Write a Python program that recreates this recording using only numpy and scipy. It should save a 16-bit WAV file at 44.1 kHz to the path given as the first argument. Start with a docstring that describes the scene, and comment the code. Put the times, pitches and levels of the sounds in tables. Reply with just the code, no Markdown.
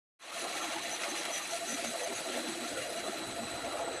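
"""Factory hall, walking past the coiler of a wire drawing line; the sound fades in.
Wire slips on steel: rasp and hiss. It taps the cage, sings on the drum once a turn
and squeals where it catches. Underneath: gearbox drone, whining gears and motor drives,
whirring drum, floor rumble, humming and booming sheet-steel housings."""
import sys
import numpy as np
from scipy import signal
from scipy.fft import rfft, irfft
from scipy.io import wavfile

SR = 44100
rng = np.random.default_rng(int(sys.argv[2]) if len(sys.argv) > 2 else 0)


def inscribe(sig):
    """Save sig as 16-bit PCM at rate SR to the path in sys.argv[1].

    A 1-D sig is mono; a 2-D sig holds one channel per row.
    Samples are clipped to [-1, 1] before scaling.
    """
    pcm = np.round(np.clip(np.atleast_2d(sig).T, -1, 1) * 32767)
    wavfile.write(sys.argv[1], SR, pcm.astype(np.int16))


N = 176400

TURN_HZ, TURN_AT_S = 6.17, .06
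SLIPS_PER_S, SLIP_SPREAD_DB, SLIP_SHARE = 1800, 5, .34
BUZZ_HZ, BUZZ_DEPTH = 100, .097
TAPS_PER_S = 40
GEAR_HZ, GEAR_PULSE_DEPTH, THROB_S = 678, .63, .058
WHISTLE_HZ = 8010
GRATE_DB, NOTE_DB = -8, -1.2
TICK_DECAY_S, TAIL_DECAY_S, TAIL_DB = .0011, .024, -6
FADE_AT_S, FADE_S, FADE_POWER, CUTOFF_HZ = .19, .25, .84, 12100

# levels along the walk, before trims (time [s], hum [dB], drone [dB], whirr [dB], rasp [dB], hiss [dB])
WALK_LEVELS = [(0.3, -66, -53, -44.5, -40.5, -51), (0.42, -47, -46.5, -47, -42.5, -49),
               (0.63, -49.5, -52.5, -46, -41.5, -51), (0.9, -49.5, -50.5, -50.5, -42.5, -52),
               (1.1, -50.5, -50.5, -46, -42, -50), (1.33, -54.5, -49, -50.5, -42.5, -52),
               (1.5, -52.5, -55.5, -50.5, -43.5, -49.5), (1.8, -49.5, -45.5, -55.5, -43.5, -49),
               (2.1, -53.5, -47.5, -49.5, -44.5, -50.0), (2.35, -45, -43.5, -55.5, -44, -50),
               (2.53, -44, -52, -51.5, -44, -51), (2.85, -49, -45.5, -58, -45.5, -51),
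               (3.1, -45, -46, -51, -45.5, -52), (3.3, -45, -50, -52.5, -47, -54.5),
               (3.55, -52.5, -46, -50.5, -46.5, -55.5), (3.8, -46.5, -44.5, -46.5, -47.5, -55),
               (4.0, -47.5, -44.5, -52, -47, -63.5)]
HUM_TRIM_DB, DRONE_TRIM_DB, WHIRR_TRIM_DB, RASP_TRIM_DB, HISS_TRIM_DB = -2, 2, 1, -.5, 5.5
# base levels along the walk (time [s], level [dB])
RUMBLE_LEVELS = [(.4, -69.5), (.76, -67), (.83, -59), (.95, -77), (1.88, -61.5), (1.99, -80), (2.16, -56),
                 (2.27, -71), (2.55, -63), (2.83, -55), (2.95, -68), (3.03, -59), (3.12, -67), (3.27, -53),
                 (3.63, -51), (4, -60.5)]
MAIN_GEAR_LEVELS = [(.3, -62), (.5, -55), (1.25, -52), (1.44, -60), (1.6, -52), (2.35, -51), (2.55, -53),
                    (2.85, -52), (3.9, -50.5)]
WHISTLE_LEVELS = [(.4, -63), (1.3, -56), (1.9, -53), (2.5, -55.5), (2.75, -52), (3.2, -57), (3.5, -51),
                  (3.7, -57.5), (3.9, -52.5)]
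RUB_LEVELS = [(.4, -48), (.8, -52), (1.4, -49), (2.1, -47), (2.5, -54), (3, -53), (3.5, -60), (4, -54)]

# noise spectra (frequency [Hz], relative density [dB])
RASP_SPECTRUM = [(150, -23), (500, -17), (1000, -13), (1350, 3.5), (1600, 3), (1850, 4), (2200, 4.5),
                 (2600, 4.5), (3050, 0), (3350, 2.5), (3600, 2), (4200, 2.5), (5100, -10), (7000, -6),
                 (12000, -23)]
HISS_SPECTRUM = [(1500, -27), (3500, -6), (4600, 1.5), (5200, -2), (6000, 3), (6900, 2), (7500, -1),
                 (8900, -0.5), (9800, 2.5), (10700, 3), (11400, -5.5), (12100, -2)]
RUMBLE_SPECTRUM = [(15, -23), (35, 0), (50, -4.5), (75, 2), (125, 5.5), (180, -4), (300, 9), (800, -35)]
HUM_SPECTRUM = [(60, -44), (150, -14), (200, -7), (238, -4), (280, -2.5), (335, 4.5), (375, 2), (440, -17),
                (700, -34.5)]
DRONE_SPECTRUM = [(250, -42), (400, -11), (480, -1.5), (560, -0.5), (650, 2.5), (740, -3.5), (820, -17.5),
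                  (1020, -35), (1350, -15), (1700, -14.5), (4000, -39)]
WHIRR_SPECTRUM = [(450, -63), (720, -1), (830, 4.5), (920, -2.5), (1050, -3.5), (1250, -1), (1600, -45)]
GRATE_SPECTRUM = [(4800, -22), (6000, -1), (6700, -2), (9000, -4)]
TICK_SPECTRUM = [(100, -50), (400, -6), (1200, -1), (2300, 8), (3200, -0.5), (4200, -6), (6000, -7),
                 (12000, -14)]

# cage resonances (frequency [Hz], t60 [s], relative level [dB])
CAGE_MODES = [(1359, 0.13, -1), (1809, 0.088, -0.5), (2014, 0.07, 0), (2300, 0.06, -4.5), (2600, 0.069, 0),
              (3233, 0.093, -6)]
# resonances of wire on the drum (frequency [Hz], half-width [Hz], relative level [dB])
DRUM_WIRE_MODES = [(5947, 36, -2), (6018, 36, 0), (6085, 60, -6), (6278, 70, 0), (6648, 60, -3),
                   (6750, 600, -3)]
# gear and drive tones (frequency [Hz], half-width [Hz], mid-walk level [dB], slope [dB/s])
GEAR_TONES = [(331.3, 91, -59, -1.5), (1358, 74, -60.5, 4.5), (1927, 26, -60, 0)]
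DRIVE_TONES = [(2850, 50, -58, -1), (3272, 26, -60.5, -1.5), (3958, 40, -55, 1), (4046, 14, -54, -0.5),
               (7763, 38, -63, 0.4), (8262, 100, -63, -0.3)]

# main gear throbs (centre [s], level [dB])
GEAR_THROBS = [(.37, -41), (.455, -43), (.555, -50), (.765, -50), (.855, -42.5), (.935, -48), (1.06, -43.5),
               (1.545, -37), (1.63, -40), (1.795, -38), (1.945, -39.5), (2.07, -40), (2.125, -43.5),
               (2.28, -48), (2.375, -43.5), (2.645, -46.5), (2.77, -43), (2.86, -51), (2.975, -41),
               (3.135, -41.5), (3.26, -59), (3.38, -42.5), (3.53, -52), (3.655, -42.5), (3.825, -40.5),
               (3.885, -41)]
# brief resonances (start [s], length [s], pitch [Hz], level [dB])
METAL_RINGS = [(.51, .07, 2240, -49), (.58, .08, 1340, -47), (1.3, .11, 3275, -48),
               (1.34, 0.055, 2300, -48), (1.68, .043, 1930, -47), (1.98, 0.072, 1936, -46),
               (2.3, .055, 3170, -48.5), (2.635, 0.04, 1365, -45), (2.75, 0.045, 1450, -44),
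               (2.81, 0.05, 2850, -48), (2.965, .045, 2850, -48)]
HOUSING_BOOMS = [(.54, 0.15, 324.4, -48.5), (.69, 0.062, 526, -52), (.745, 0.043, 334, -44),
                 (1.04, 0.076, 593, -45.5), (1.66, 0.13, 238.4, -46), (1.72, 0.053, 280, -42),
                 (1.83, 0.1, 239, -44.5), (1.995, 0.067, 501, -41.5), (2.075, 0.066, 393, -44.5),
                 (2.085, 0.052, 238, -48), (2.185, 0.044, 538, -46), (2.3, 0.14, 248, -45.5),
                 (2.32, .07, 564, -44), (2.46, 0.099, 328, -45), (2.47, 0.043, 234, -44),
                 (2.59, 0.08, 240.6, -44), (2.765, 0.052, 516, -39), (3.17, 0.079, 324, -48),
                 (3.385, 0.076, 227, -43)]
# wire catches (start [s], length [s], pitch before mode lock [Hz], base level [dB])
WIRE_CATCHES = [(0.581, 0.1, 6285, -47.5), (0.725, 0.069, 6280, -51), (0.811, 0.05, 6080, -46),
                (0.899, 0.067, 6020, -40), (1.008, 0.039, 6290, -49), (1.081, 0.05, 6270, -44.5),
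                (1.17, 0.041, 5890, -44.5), (1.308, 0.094, 5980, -38.5), (1.33, 0.036, 6280, -67),
                (1.34, 0.27, 6018, -58), (1.416, 0.036, 6275, -45.5), (1.501, 0.05, 5900, -47),
                (1.655, 0.13, 6050, -43), (1.725, 0.046, 6285, -59), (1.863, 0.034, 6280, -43.5),
                (2.033, 0.024, 6290, -42.5), (2.12, 0.086, 6648, -46)]
# wire strikes on the cage (time [s], level before taper [dB])
CAGE_TICKS = [(0.7838, -49), (1.035, -45), (1.0417, -46.5), (1.1538, -50), (1.1644, -51), (1.2533, -44.5),
              (1.3603, -47), (1.847, -48), (3.647, -51)]


def amp(db):
    """Decibels to gain."""
    return 10 ** (np.asarray(db) / 20)


def unit(x):
    """Scale to rms 1."""
    return x / np.sqrt(np.mean(x ** 2) + 1e-20)


def clock():
    """Sample times [s]."""
    return np.arange(N) / SR


def level(table, column=1):
    """Gain over time from a dB column."""
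    rows = np.array(table)
    return amp(np.interp(clock(), rows[:, 0], rows[:, column]))


def colour(x, spectrum):
    """Filter x by a spectrum; rms 1."""
    points_hz, db = np.transpose(spectrum)
    hz = np.fft.rfftfreq(len(x), 1 / SR)
    gain = amp(np.interp(np.log(hz + 1), np.log(points_hz), db))
    return unit(irfft(rfft(x) * gain, len(x)))


def drift(rate_hz):
    """Smooth random motion; rms 1."""
    hz = np.fft.rfftfreq(N, 1 / SR)
    lowpass = np.exp(-.5 * (hz / rate_hz) ** 2) * (hz > 0)
    return unit(irfft(rfft(rng.standard_normal(N)) * lowpass, N))


def tone(hz, half_width_hz):
    """Tone blurred by the hall: a narrow peak with random phases."""
    bins_hz = np.fft.rfftfreq(N, 1 / SR)
    peak = 1 / (1 + ((bins_hz - hz) / (half_width_hz * 1.04)) ** 2)
    return unit(irfft(peak * np.exp(2j * np.pi * rng.random(len(bins_hz))), N))


def flicker(x, depth_db, span_hz, span_s):
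    """Random gain in time-frequency patches; rms 1."""
    bands = signal.stft(x, nperseg=1024, noverlap=768)[2]
    across = np.fft.fftfreq(bands.shape[0], SR / 1024)[:, None]
    along = np.fft.fftfreq(bands.shape[1], 256 / SR)
    blur = np.exp(-(across * span_hz) ** 2 - (along * span_s) ** 2)
    patches = unit(np.fft.ifft2(np.fft.fft2(rng.standard_normal(bands.shape)) * blur).real)
    bands *= amp(depth_db * np.minimum(patches, 2))
    return unit(signal.istft(bands, nperseg=1024, noverlap=768)[1][:N])


def add(mix, start_s, sound):
    """Mix in at start_s."""
    part = mix[max(round(start_s * SR), 0):][:len(sound)]
    part += sound[:len(part)]


def swells(events, wobble_hz, rate_hz, flutter_db):
    """Resonances that rise and fall, unsteady in pitch and level."""
    out, wobble, flutter = np.zeros(N), drift(rate_hz), drift(rate_hz)
    for start_s, length_s, hz, db in events:
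        n = int(length_s * SR)
        at = int(rng.random() * N / 2)
        phase = 2 * np.pi * np.cumsum(hz + wobble_hz * wobble[at:at + n]) / SR
        envelope = unit(amp(flutter_db * flutter[at:at + n]) * np.sin(np.pi * np.arange(n) / n))
        add(out, start_s, amp(db) * envelope * np.sin(phase))
    return out


def turn(depth_db):
    """One lopsided swell per drum turn [dB]."""
    angle = 2 * np.pi * TURN_HZ * (clock() - TURN_AT_S)
    return depth_db * (np.cos(angle - .4) + .14 * np.cos(2 * angle))


def scrape():
    """Tiny slips of wire on steel, merging into noise."""
    sizes = rng.standard_normal(N) * amp(SLIP_SPREAD_DB * np.minimum(rng.exponential(1, N), 3))
    slips = unit(sizes * (rng.random(N) < SLIPS_PER_S / SR))
    grains = unit(np.tanh(slips / 10))
    return np.sqrt(SLIP_SHARE) * grains + np.sqrt(1 - SLIP_SHARE) * rng.standard_normal(N)


def wire_rasp():
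    """Rasp and hiss pulse with the drum, chatter and buzz with the mains."""
    buzz = 1 - BUZZ_DEPTH * np.cos(2 * np.pi * BUZZ_HZ * clock())
    chatter = amp(1.05 * drift(rate_hz=27))
    rasp = flicker(colour(scrape(), RASP_SPECTRUM), depth_db=1.74, span_hz=704, span_s=.022)
    rasp *= level(WALK_LEVELS, column=4) * amp(RASP_TRIM_DB + turn(depth_db=.97))
    hiss = flicker(colour(scrape(), HISS_SPECTRUM), depth_db=2.5, span_hz=930, span_s=.025)
    hiss *= level(WALK_LEVELS, column=5) * amp(HISS_TRIM_DB + turn(depth_db=.5))
    return (rasp + hiss) * buzz * chatter


def cage_rattle():
    """Wire loops tap the cage bars; level follows the rasp."""
    t, out = np.arange(4096) / SR, np.zeros(N)
    for hz, t60_s, db in CAGE_MODES:
        taps = rng.standard_normal(N) * (rng.random(N) < TAPS_PER_S / SR)
        mode = amp(db) * np.exp(-np.log(1000) * t / t60_s) * np.sin(2 * np.pi * hz * t)
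        out += signal.oaconvolve(taps, mode)[:N]
    return unit(out) * level(WALK_LEVELS, column=4) * amp(turn(depth_db=1) - 9)


def machinery():
    """Floor rumble, housing hum, gearbox drone, drum whirr: wavering noise bands."""
    out = colour(rng.standard_normal(N), RUMBLE_SPECTRUM)
    out *= level(RUMBLE_LEVELS) * amp(2.2 * drift(rate_hz=7.4))
    layers = (HUM_SPECTRUM, HUM_TRIM_DB), (DRONE_SPECTRUM, DRONE_TRIM_DB), (WHIRR_SPECTRUM, WHIRR_TRIM_DB)
    for column, (spectrum, trim_db) in enumerate(layers, start=1):
        band = flicker(colour(rng.standard_normal(N), spectrum), depth_db=4, span_hz=276, span_s=.042)
        out += band * level(WALK_LEVELS, column) * amp(trim_db)
    return out


def whines():
    """Gear and drive tones on slow level ramps, plus the drives' switching whistle."""
    from_middle_s = clock() - N / SR / 2
    tones = sum(tone(hz, half_width_hz) * amp(db + db_per_s * from_middle_s)
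                for hz, half_width_hz, db, db_per_s in GEAR_TONES + DRIVE_TONES)
    return tones + tone(WHISTLE_HZ, half_width_hz=26) * level(WHISTLE_LEVELS)


def main_gear():
    """Gear tone: grows as its gearbox comes into view, pulses twice a turn, throbs."""
    pulse = 1 + GEAR_PULSE_DEPTH * np.cos(2 * np.pi * 2 * TURN_HZ * clock())
    events = [(centre_s - THROB_S / 2, THROB_S, GEAR_HZ, db) for centre_s, db in GEAR_THROBS]
    throbs = swells(events, wobble_hz=4, rate_hz=30, flutter_db=1)
    return tone(GEAR_HZ, half_width_hz=26) * level(MAIN_GEAR_LEVELS) * pulse + throbs


def rubbing(wire_ring):
    """Wire rubs on the drum and sings once a turn."""
    return wire_ring * level(RUB_LEVELS) * amp(turn(depth_db=8.5) - 11.9)


def metal_rings():
    """Wire and cage ring briefly."""
    return swells(METAL_RINGS, wobble_hz=28, rate_hz=90, flutter_db=3)


def booms():
    """Sheet-steel housings resonate."""
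    return swells(HOUSING_BOOMS, wobble_hz=9, rate_hz=40, flutter_db=1.8)


def squeals(wire_ring):
    """Wire catches: it grates and squeals, locked to its nearest mode."""
    modes_hz = np.array(DRUM_WIRE_MODES)[:, 0]
    envelope, notes = np.zeros(N), []
    for start_s, length_s, hz, db in WIRE_CATCHES:
        arch = unit(np.sin(np.linspace(0, np.pi, int(length_s * SR))))
        add(envelope, start_s, amp(db + GRATE_DB) * arch)
        locked_hz = modes_hz[np.argmin(abs(modes_hz - hz))]
        notes.append((start_s, length_s, locked_hz, db + NOTE_DB))
    grating = envelope * unit(colour(scrape(), GRATE_SPECTRUM) + .5 * wire_ring)
    return grating + swells(notes, wobble_hz=26, rate_hz=230, flutter_db=2.7)


def ticks():
    """Wire strikes the cage: dry knock, short rattling tail."""
    t, out = np.arange(4096) / SR, np.zeros(N)
    decay = np.exp(-t / TICK_DECAY_S) + amp(TAIL_DB) * np.exp(-t / TAIL_DECAY_S)
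    taper = 1 - t / t[-1]
    for start_s, db in CAGE_TICKS:
        knock = colour(decay * rng.choice([-1., 1.], len(t)), TICK_SPECTRUM)
        add(out, start_s, amp(db) * knock * taper)
    return out


def scene():
    """Whole line, mono."""
    wire_ring = unit(sum(amp(db) * tone(hz, half_width_hz) for hz, half_width_hz, db in DRUM_WIRE_MODES))
    running = wire_rasp() + cage_rattle() + machinery() + whines() + main_gear() + rubbing(wire_ring)
    events = metal_rings() + booms() + squeals(wire_ring) + ticks()
    return (running + events)[None]


def record(dry):
    """Fade-in, then low-pass."""
    fade = np.clip((clock() - FADE_AT_S) / FADE_S, 0, 1) ** FADE_POWER
    lowpass = signal.firwin(1023, CUTOFF_HZ, window=("kaiser", 9), fs=SR)
    return signal.oaconvolve(dry * fade, lowpass[None], "same")


dry = scene()
out = record(dry)
inscribe(out)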